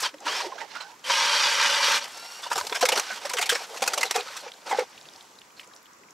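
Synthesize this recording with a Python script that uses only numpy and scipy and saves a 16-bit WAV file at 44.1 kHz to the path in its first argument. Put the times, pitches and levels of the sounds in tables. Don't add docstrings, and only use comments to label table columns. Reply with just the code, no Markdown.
import sys
import numpy as np
from scipy import signal
from scipy.fft import rfft, irfft, next_fast_len
from scipy.io import wavfile
from scipy.ndimage import uniform_filter1d

SR = 44100
rng = np.random.default_rng(int(sys.argv[2]) if len(sys.argv) > 2 else 0)


def how_loud(loudness_db):
    steps = np.asarray(loudness_db, float) / 20
    return 10 ** steps


def master_out(mix):
    frames = np.transpose(np.atleast_2d(mix))
    ceiling = np.clip(frames, -1, 1)
    pcm = np.round(ceiling * 32767).astype(np.int16)
    wavfile.write(sys.argv[1], SR, pcm)


N = 270323

# pitch_hz, level_db [dB per Hz]
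SPLINTER_SPECTRUM = [(4120, -6), (7000, -5), (7770, -3.5), (9260, -10.5), (11200, -9.5), (13900, -19),
                     (16000, -26)]


def evened(x):
    return x / np.sqrt(np.mean(x ** 2) + 1e-20)


def read(points, hz):
    point_hz, value = np.transpose(points)
    return np.interp(np.log(hz + 1), np.log(point_hz + 1), value)


def shaped(x, points):
    size = next_fast_len(N)
    gain = how_loud(read(points, np.fft.rfftfreq(size, 1 / SR)))
    return irfft(rfft(x, size) * gain, size)[:N]


def colour(x, points):
    below, above = (points[0][0] * .8, -70), (points[-1][0] * 1.2, -70)
    return evened(shaped(x, [below, *points, above]))


def add(mix, start_s, sound):
    part = mix[round(start_s * SR):][:len(sound)]
    part += sound[:len(part)]


def resonate(x, hz, width_hz):
    turn = np.exp(2j * np.pi * np.cumsum(hz * np.ones(len(x))) / SR)
    decay = np.exp(-np.pi * width_hz / SR)
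    smooth = signal.lfilter([1 - decay], [1, -decay], x / turn + 1e-18)
    return 2 * (turn * smooth).real


def grit(per_s, spread_db, flutter_db):
    size = how_loud(spread_db * np.minimum(rng.exponential(1, N), 4)) * rng.choice([-1., 1.], N)
    flutter = uniform_filter1d(rng.standard_normal(N), size=90)
    flutter = evened(signal.lfilter([1], [1, -.994], flutter))
    cracks = rng.random(N) < per_s / SR
    return evened(size * cracks * how_loud(flutter_db * flutter))


def wander(per_s):
    steps = rng.standard_normal(int(N / SR * per_s) + 2)
    return evened(np.interp(np.arange(N) * per_s / SR, np.arange(len(steps)), steps))


def patchy(x, patch_db):
    z = signal.stft(x, nperseg=256)[2]
    patches = uniform_filter1d(rng.standard_normal(z.shape), size=4, axis=0)
    patches = evened(uniform_filter1d(patches, size=9, axis=1))
    return evened(signal.istft(z * how_loud(patch_db * patches), nperseg=256)[1][:N])


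def hush():
    # pitch_hz, level_db [dB per Hz]
    hush_spectrum = [(15, -55), (25, -25), (134, -2), (277, 5), (489, 4.5), (754, 2), (988, 8), (2220, -1),
                     (2910, -6), (3250, -9), (6920, -1.5), (9320, -17), (12200, -13.5), (14800, -21),
                     (16000, -13)]
    # pitch_hz, likeness [-1 to 1]
    likeness = [(60, 1), (300, 0.86), (1650, 0.029), (5000, 0.12), (15000, 0.51)]
    frames, hz = N // 256 + 5, np.fft.rfftfreq(1024, 1 / SR)
    a, b, c, d, patches = rng.standard_normal((frames, 513, 5)).T
    patches = uniform_filter1d(patches, size=12, axis=0)
    patches = 1.5 * evened(uniform_filter1d(patches, size=14, axis=1))
    same = np.clip(read(likeness, hz), -1, 1)[:, None]
    left = a + 1j * b
    right = same * left + np.sqrt(1 - same ** 2) * (c + 1j * d)
    z = np.array([left, right]) * how_loud(read(hush_spectrum, hz)[:, None] + patches)
    return how_loud(-54.5) * evened(signal.istft(z, nperseg=1024, noverlap=768)[1][:, :N])


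def whine():
    # pitch_hz, level_db
    tones = [(9920, -82), (12350, -85)]
    out = np.zeros(N)
    for hz, db in tones:
        out += how_loud(db) * evened(resonate(resonate(rng.standard_normal(N), hz, 90), hz, 90))
    return out


def rubbing(t):
    # start_s, end_s, shaving_db, hole_ring_db, fizz_db
    strokes = [(.0, 0.027, -32, -57, -35), (0.036, 0.064, -23.5, -42, -40.5), (0.221, .26, -46, -43, -70),
               (0.27, 0.418, -29, -39.5, -45), (0.43, 0.47, -35.5, -39, -50),
               (0.485, 0.644, -46.5, -44.5, -72), (.65, 0.916, -51, -59, -78),
               (0.712, 0.836, -43.5, -61, -77), (1.068, 1.095, -31, -44, -42),
               (1.103, 1.822, -23, -41, -39), (1.83, 1.976, -22.5, -41.5, -35.5),
               (2.01, 2.058, -35.5, -47.5, -48), (2.06, 2.46, -43, -55.5, -50),
               (2.508, 2.846, -42.5, -44, -47), (2.888, 2.994, -32, -35, -56), (3, 3.179, -35.5, -49, -48),
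               (3.211, 3.4, -40, -46.5, -52), (3.41, 3.556, -42.5, -44, -66),
               (3.57, 3.646, -36.5, -47.5, -47), (3.668, 3.84, -45, -48.5, -51),
               (3.835, 4.07, -39, -39.5, -50), (4.1, 4.404, -40.5, -55, -52),
               (4.431, 4.491, -42.5, -50.5, -60), (4.672, 4.829, -38.5, -38.5, -55)]
    # time_s, level_db
    slush = [
        (0, -58),
        (4.8, -53),
        (5.2, -53),
        (5.35, -58.5),
        (6.13, -68),
    ]
    rise_db_per_s, fall_db_per_s = 605, 545
    slush_layers_db = np.array([[0], [-8], [-8]])
    power = how_loud(np.interp(t, *np.transpose(slush)) + slush_layers_db) ** 2
    for start, end, *layers_db in strokes:
        near = slice(max(round((start - .1) * SR), 0), round((end + .1) * SR))
        rise_db = rise_db_per_s * (t[near] - start)
        fall_db = fall_db_per_s * (end - t[near])
        edge_db = np.minimum(0, np.minimum(rise_db, fall_db))
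        stroke = how_loud(edge_db + np.array(layers_db)[:, None]) ** 2
        power[:, near] = np.maximum(power[:, near], stroke)
    return np.sqrt(power)


def shaving():
    # pitch_hz, width_hz, level_db
    shaft_modes = [(900, 90, 2), (2020, 60, -5), (2320, 70, -6), (5520, 120, -7)]
    # pitch_hz, swing_hz with each bite, sag [Hz per s], width_hz, level_db
    loaded_modes = [(1580, 20, -90, 45, 0), (2930, -60, -100, 90, 0), (4200, 50, 0, 90, -9),
                    (3260, 100, 0, 30, 1), (2450, 60, -150, 45, -2), (3650, -80, -120, 45, -3),
                    (5750, 90, 100, 120, -6)]
    # time_s, pitch_hz, level_db
    song = [(1.2, 4800, -8), (1.32, 4520, 5), (1.37, 4560, 5), (1.43, 4780, 4), (1.56, 4620, 2),
            (1.64, 4900, -7), (1.74, 4780, 1), (1.84, 4560, 0), (1.95, 4500, -10)]
    # pitch_hz, level_db [dB per Hz]
    ice_spectrum = [(440, -34), (750, -75), (904, 1.5), (1270, 2), (1600, 0), (2930, -1.5), (3530, -2),
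                    (5700, -3), (9000, -22.5), (11700, -42), (19800, -120)]
    # pitch_hz, level_db [dB per Hz]
    hollow_spectrum = [(300, -8), (450, 4.5), (600, 6), (800, 11), (950, 3)]
    # pitch_hz, level_db [dB per Hz]
    thud_spectrum = [(71, -53), (120, -12), (249, -5.5), (361, -26), (420, -5), (550, -3), (920, -120)]
    cut_start_s, cut_end_s, free_s = 1.04, 2.03, 1.83
    bites_per_s, bite_s, bend_lag_s = 4.15, 1.413, .045
    t = np.arange(N) / SR
    shave, ring, fizz = rubbing(t)
    bite = np.cos(2 * np.pi * bites_per_s * (t - bite_s))
    load = uniform_filter1d(1. * (t > cut_start_s) * (t < cut_end_s), size=900)
    bend = np.cos(2 * np.pi * bites_per_s * (t - bite_s - bend_lag_s))
    bend *= np.clip((cut_end_s - t) / .35, 0, 1)
    drive = grit(14000, spread_db=1.5, flutter_db=1.3)

    age = np.clip(t, cut_start_s, cut_end_s) - (cut_start_s + cut_end_s) / 2
    modes = list(shaft_modes)
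    for hz, swing, sag, width, db in loaded_modes:
        modes.append((hz + swing * bend + sag * age, width, db))
    steel = np.zeros(N)
    for hz, width, db in modes:
        mode = evened(resonate(drive, hz * (1 + .004 * wander(14)), width))
        steel += how_loud(db + 1.5 * wander(25)) * mode
    song_s, song_hz, song_db = np.transpose(song)
    singing = evened(resonate(drive, np.interp(t, song_s, song_hz), 24))
    steel += how_loud(3 + np.interp(t, song_s, song_db)) * singing
    steel = evened(shaped(steel, [(6500, 0), (12000, -20)]))
    steel_db = -4 - 9 * (1 - load)
    body = patchy(colour(drive, ice_spectrum), patch_db=1.4) + how_loud(steel_db) * steel

    filled = evened(resonate(resonate(drive, 579, 35), 496, 155))
    hole = load * filled + (1 - load) * patchy(colour(drive, hollow_spectrum), patch_db=4.0)
    low = hole + how_loud(-17.0) * colour(drive, thud_spectrum)

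    splinters = colour(grit(2500, spread_db=-2.5, flutter_db=1.6), SPLINTER_SPECTRUM)
    muffled = shaped(splinters, [(9000, 1), (11000, 1.5), (16000, -7)])
    splinters = np.where((load > .5) & (t < free_s), muffled, splinters)
    shave = shave * how_loud(-3.0 + 1 * bite * load)
    return shave * body + ring * low + fizz * splinters


def jolts():
    # start_s, peak_db, pitch_hz
    jolt_hits = [(0.0, -63, 149), (0.131, -45.5, 303), (0.251, -41.5, 300), (1.53, -66, 50),
                 (1.931, -54, 286), (2.549, -53, 155), (2.61, -56, 90), (2.815, -44, 245),
                 (2.964, -43.5, 250), (3.12, -54, 217), (3.41, -61, 111), (3.5, -54, 203),
                 (3.81, -45.5, 230), (5.04, -61, 152), (5.15, -66, 101), (5.34, -61, 200)]
    out, t = np.zeros(N), np.arange(4000) / SR
    for s, db, hz in jolt_hits:
        swell = t / .012 * np.exp(1 - t / 0.011)
        add(out, s, how_loud(db) * swell * np.sin(2 * np.pi * hz * t))
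    return out


def squeals():
    # start_s, end_s, from_hz, to_hz, level_db
    squeal_list = [(.025, .078, 5400, 4400, -39), (.305, .352, 4250, 4950, -44),
                   (.355, .38, 5150, 5450, -42), (.008, .036, 6400, 5600, -44),
                   (.37, .415, 5480, 5450, -47), (.412, .436, 5350, 4050, -42.5),
                   (.035, .072, 3500, 3150, -39), (.3, .335, 6250, 6850, -54),
                   (3.08, 3.14, 1500, 1500, -45), (.275, .33, 2620, 3250, -43),
                   (.335, .366, 3300, 3600, -45), (.82, .95, 740, 900, -60), (.75, .88, 1410, 1530, -55),
                   (.85, .97, 860, 1010, -63), (.715, .77, 920, 870, -58), (2.12, 2.41, 5330, 5620, -55.5),
                   (2.12, 2.41, 4430, 4565, -59), (2.12, 2.41, 2665, 2810, -59),
                   (2.13, 2.36, 1340, 1410, -59), (1.995, 2.06, 3750, 4850, -51),
                   (2.14, 2.3, 3800, 4000, -62), (4.272, 4.296, 1200, 1500, -49),
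                   (4.357, 4.376, 950, 1380, -50), (4.378, 4.39, 1050, 1400, -51),
                   (1.04, 1.09, 2900, 3500, -47), (1.33, 1.42, 3300, 3150, -41),
                   (1.64, 1.74, 2900, 3050, -41), (1.12, 1.27, 1640, 1560, -42),
                   (1.17, 1.22, 5600, 5500, -43), (1.68, 1.76, 1450, 1560, -42),
                   (1.91, 1.96, 4300, 4200, -41), (1.68, 1.75, 5300, 6100, -46),
                   (4.04, 4.085, 4300, 3900, -49)]
    out = np.zeros(N)
    for start, end, from_hz, to_hz, db in squeal_list:
        t = np.arange(start, end, 1 / SR)
        glide = 1 - np.linspace(1, 0, len(t)) ** 1.6
        arch = np.sin(np.linspace(0, np.pi, len(t)))
        ragged = evened(uniform_filter1d(rng.standard_normal((2, len(t))), size=300))
        wobble_hz, swell_db = 12 * ragged[0], 3.2 * ragged[1]
        hz = from_hz + (to_hz - from_hz) * glide
        tone = np.sin(2 * np.pi * np.cumsum(hz + wobble_hz) / SR)
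        rasp = resonate(rng.standard_normal(len(t)), hz, .012 * from_hz)
        tone += 0.16 * evened(rasp)
        loudness = how_loud(db + 6.5 + 1.0 * arch + swell_db)
        add(out, start, loudness * tone * signal.windows.tukey(len(t), .15))
    return out


def knocks():
    # start_s, peak_db, pitch_hz
    bumps = [(0.142, -33.5, 554), (0.345, -41, 920), (0.402, -22.5, 964), (0.521, -25.5, 1050),
             (1.101, -17.5, 966), (2.463, -27, 947), (2.515, -17, 928), (2.559, -24.5, 780),
             (2.582, -20.5, 930), (2.61, -21, 1004), (2.726, -25, 966), (2.889, -16.5, 916),
             (2.926, -18, 506), (3.248, -26, 778), (3.253, -22.5, 574), (3.821, -18.5, 520),
             (3.825, -16.5, 790), (4.108, -34, 396), (4.178, -21, 445), (4.709, -18, 750),
             (4.713, -17, 865), (4.727, -12, 798), (4.745, -16, 796), (4.032, -21, 920),
             (4.819, -23.5, 452), (4.786, -9.5, 502), (3.358, -27, 480), (2.72, -23.5, 446),
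             (2.975, -24.5, 403), (2.575, -30, 404), (3.39, -31, 433), (3.93, -35, 400), (3.878, -26, 536),
             (4.058, -29, 760), (0.03, -26.5, 1012), (0.06, -22.5, 1007), (0.287, -26, 973),
             (2.827, -10, 700), (3.555, -27, 544), (3.59, -34, 926), (4.465, -32, 493), (4.437, -34.5, 580),
             (4.36, -42, 1020), (4.196, -26, 760), (4.193, -27, 450), (4.205, -30, 450), (4.222, -36, 480),
             (4.11, -30, 760), (4.166, -20, 800), (4.46, -36, 850), (4.26, -39, 520), (4.303, -39, 560),
             (2.838, -18, 520), (2.864, -28, 480), (3.863, -30, 1000)]
    # start_s, peak_db, pitch_hz
    booms = [(0.264, -21, 946), (0.443, -27, 925), (0.464, -29, 362), (0.612, -29.5, 910),
             (2.513, -24, 965), (2.812, -21, 1020), (2.832, -14.5, 509), (3.308, -27, 986),
             (3.34, -26.5, 511), (3.395, -25, 720), (3.523, -19, 483), (3.705, -37, 454),
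             (3.974, -28.5, 580), (4.155, -17, 734), (4.152, -22.5, 464), (4.802, -21, 500)]
    out, t = np.zeros(N), np.arange(3300) / SR
    for hits, t60_s in ((bumps, 0.026), (booms, 0.071)):
        for s, db, hz in hits:
            blow = np.sin(2 * np.pi * hz * t) + 2.5 * rng.standard_normal(len(t))
            blow *= t * np.exp(-t / 0.0018)
            other_hz = hz * (.58 if hz > 650 else 1.7)
            parts = ((hz, 2.04 / t60_s, -3.0), (other_hz, 60, -13), (380, 120, -34), (1400, 600, -13))
            knock = np.zeros(len(t))
            for part_hz, width, part_db in parts:
                part = resonate(resonate(blow, part_hz, width), part_hz, 495)
                knock += how_loud(db + part_db) * part / abs(part).max()
            add(out, s - .002, knock)
    return out


def crunches():
    # pitch_hz, level_db [dB per Hz]
    break_spectrum = [(500, -7), (850, -0.5), (1100, 2), (1550, -0.5), (1820, -0.5), (2750, 1),
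                      (3740, -0.5), (5660, -1), (9000, -15.5), (11700, -48), (19800, -120)]
    # start_s, peak_db, chunk_ring_hz, length_ms
    crisp_hits = [(2.0408, -20, 2050, 5.1), (2.5011, -23, 1250, 21), (2.556, -13, 1270, 5),
                  (2.566, -20, 3000, 9), (2.578, -11.5, 1260, 10.4), (2.6678, -14.5, 3580, 5.6),
                  (2.8085, -12, 3100, 17), (2.8528, -5.5, 2130, 8.1), (2.8865, -6, 2250, 8.9),
                  (2.9186, -9, 2900, 14), (2.974, -12, 1510, 12), (3.2504, -18, 1780, 11),
                  (3.2933, -18.5, 2150, 15), (3.334, -12, 6200, 9), (3.411, -13, 2120, 12),
                  (3.457, -16.5, 2430, 12), (3.4915, -4, 1580, 12.8), (3.82, -10, 2400, 12.3),
                  (3.876, -7, 2540, 7.7), (3.934, -9, 1440, 7.9), (4.03, -5, 2070, 5.6),
                  (4.109, -8, 2200, 6.5), (4.1592, -13, 3240, 4.6), (4.1984, -27, 3450, 8.6),
                  (4.3644, -22, 1260, 10), (4.3994, -35.5, 4100, 22), (5.5952, -39, 2780, 20),
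                  (2.531, -22, 2970, 3.2), (2.6, -21, 3300, 4.4), (2.996, -7, 3900, 4.1),
                  (3.524, -16, 1720, 10.3), (3.838, -14, 3400, 3.1), (4.373, -24, 5500, 5),
                  (3.9, -35, 3000, 5), (2.173, -28, 6200, 6.9), (0.365, -24, 5400, 6.8),
                  (0.403, -25, 2000, 5)]
    # start_s, peak_db, chunk_ring_hz, length_ms
    packed_hits = [(0.1406, -31.5, 1820, 6), (1.0395, -23, 3080, 21), (2.4283, -20, 3560, 27),
                   (2.465, -25.5, 2900, 18), (2.5151, -12.5, 1270, 10.6), (2.6109, -14, 1510, 2.6),
                   (2.6957, -15.5, 1780, 4.1), (2.826, -9, 1450, 11.7), (2.9546, -10, 2130, 13.4),
                   (3.3682, -12, 3100, 13), (3.424, -10, 2660, 11.6), (3.513, -12, 1600, 11),
                   (3.545, -15, 2260, 8.4), (3.8067, -23, 1440, 5.4), (4.1419, -15, 2500, 40),
                   (4.2794, -25, 1310, 6), (4.6588, -25, 1290, 32), (4.771, -22, 2140, 14),
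                   (4.79, -16.5, 2180, 12), (5.5643, -37.5, 4200, 30), (5.6294, -40, 2160, 20),
                   (3.552, -11, 2230, 8.8), (2.649, -29, 1100, 6), (2.758, -15.5, 1610, 15),
                   (2.796, -25, 1190, 3.5), (3.235, -29, 1420, 6.3), (3.268, -27, 1700, 5.9),
                   (3.76, -24, 1930, 13), (4.052, -24, 4130, 16), (3.728, -36, 1100, 8),
                   (0.2537, -22, 2870, 9.9)]
    # start_s, peak_db, chunk_ring_hz, length_ms
    wet_hits = [(0.2658, -17.5, 1200, 41), (0.5796, -22.5, 1610, 17), (0.604, -21, 1940, 20),
                (0.7492, -19, 1400, 21), (0.8031, -20, 4100, 19), (1.0964, -9, 1140, 9.3),
                (2.724, -8, 3500, 6), (3.0994, -17, 1600, 15), (4.4794, -29, 2400, 10),
                (4.711, -12, 2140, 16), (4.7444, -27, 1340, 50)]
    # start_s, peak_db, chunk_ring_hz, length_ms
    crushed_hits = [(3.975, -1.5, 2860, 6.5), (4.008, -5, 2050, 7), (3.382, -3.5, 2050, 9),
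                    (3.858, -15, 1100, 10), (2.744, -9, 1500, 12), (4.693, -17, 1220, 12),
                    (3.77, -17, 2840, 8), (3.74, -20, 1100, 8), (2.968, -13, 1500, 12),
                    (2.526, -16, 2900, 8)]
    drive = grit(12000, spread_db=1.5, flutter_db=1.6)
    body = patchy(colour(drive, break_spectrum), patch_db=4.5)
    fizz = colour(grit(3000, spread_db=-2.5, flutter_db=2.5), SPLINTER_SPECTRUM)
    body = evened(body / np.sqrt(uniform_filter1d(body ** 2, size=350) + .05))
    dull = signal.sosfiltfilt(signal.butter(2, 2800, fs=SR, output="sos"), body)
    out, t = np.zeros(N), np.arange(4000) / SR
    # hits, fizz dB re peak, rise re length
    kinds = ((crisp_hits, -4, .23), (packed_hits, -13, .23), (wet_hits, -40, .23), (crushed_hits, -6, .9))
    for hits, fizz_db, rise in kinds:
        crisp = how_loud(0.3 * min(fizz_db + 4.5, 0))
        ice = dull + crisp * (body - dull) + how_loud(fizz_db) * fizz
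        for s, db, hz, ms in hits:
            at, age = round(s * SR), t * 1000 / max(ms, 2)
            onset = 1 - np.exp(-(age / rise) ** (0.55 + rise))
            fade = np.exp(-age ** 1.35) + 0.045 * np.exp(-t / 0.05)
            ring = evened(resonate(drive[at:at + len(t)], hz, 130))
            burst = ice[at:at + len(t)] + how_loud(-6.0) * ring
            add(out, s, how_loud(db - 11.0) * onset * fade * burst)
    return out


def chips():
    # start_s, peak_db, pitch_hz
    landings = [(0.183, -39.5, 3260), (0.2033, -35, 5760), (4.2076, -20, 3560), (4.517, -29, 3160),
                (4.5376, -33, 3930), (4.9765, -32.5, 2800), (5.011, -33.5, 4190), (5.054, -38, 2570),
                (5.086, -31.5, 3370), (5.135, -37, 4700), (5.1596, -34.5, 4570), (5.2086, -33, 3370),
                (5.3363, -47, 4920), (5.3866, -36.5, 3970), (5.415, -33.5, 2680), (5.5035, -44, 2530),
                (5.595, -28.5, 2800), (5.6731, -40, 6500), (5.735, -35.5, 3820), (5.762, -34, 5200),
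                (5.8563, -41, 2940), (5.932, -42, 5970), (6.0336, -41, 2150), (6.085, -43, 2180),
                (6.106, -36, 6140), (4.955, -43, 3600), (4.986, -40, 3600), (4.982, -43, 6500),
                (5.028, -43, 6200), (5.06, -41, 4200), (5.095, -42, 5500), (5.225, -43, 7800),
                (5.3114, -46, 5810), (5.3533, -45, 3470), (5.395, -46, 9000), (5.52, -52, 13000),
                (5.59, -47, 12500), (5.601, -44, 10500), (5.645, -47, 9200), (5.75, -45, 9000),
                (5.771, -41, 5300), (5.783, -46, 4800), (5.828, -46, 11500), (5.855, -50, 12500),
                (5.865, -42, 2900), (5.9853, -49, 6610), (5.712, -44, 1500), (5.632, -40, 2700),
                (5.612, -38, 2300), (0.994, -42, 6000), (0.915, -42, 2400), (4.485, -36, 2400)]
    out, t = np.zeros(N), np.arange(700) / SR
    for s, db, hz in landings:
        tick = rng.standard_normal(len(t)) * t * np.exp(-t / 0.0013)
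        ping = resonate(resonate(tick, hz * (1 + 20 * t), 0.25 * hz), hz, 0.7 * hz)
        add(out, s, how_loud(db - 2.5) * ping / abs(ping).max())
    return out


def scatter(x):
    # pitch_hz, level_db
    scatter_spectrum = [(200, -19), (600, -18.5), (1100, -12.5), (2000, -24), (4500, -22), (8000, -13),
                        (13000, -17)]
    t = np.arange(3000) / SR
    echoes = rng.standard_normal(len(t)) * (rng.random(len(t)) < .1) * (t > .003)
    tail = echoes * how_loud(-60 * t / 0.05)
    wet = signal.fftconvolve(x, tail / np.linalg.norm(tail))[:N]
    return shaped(wet, scatter_spectrum) * np.array([[1], [-1]])


def scene():
    # time_s, left_minus_right_db
    place = [(0.0, -0.5), (0.41, -1.2), (0.61, -7.5), (0.89, -6.5), (0.99, -0.4), (2.97, -0.6), (3.19, -3),
             (3.34, -0.6), (5.7, -1), (6.13, -1.5)]
    auger = shaving() + squeals() + knocks() + crunches() + chips()
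    auger = signal.sosfilt(signal.butter(4, 210, "high", fs=SR, output="sos"), auger) + jolts()
    pan_db = np.interp(np.arange(N) / SR, *np.transpose(place))
    return (auger + scatter(auger)) * how_loud([pan_db / 2, -pan_db / 2]) + hush() + whine()


def top_cut(x):
    return signal.sosfilt(signal.butter(12, 16510, fs=SR, output="sos"), x)


def record(dry):
    limited = 1.2 * np.tanh(dry / 1.2)
    mix = signal.oaconvolve(limited, signal.firwin(601, 15750, fs=SR)[None], "same")
    return top_cut(mix)


dry = scene()
out = record(dry)
master_out(out)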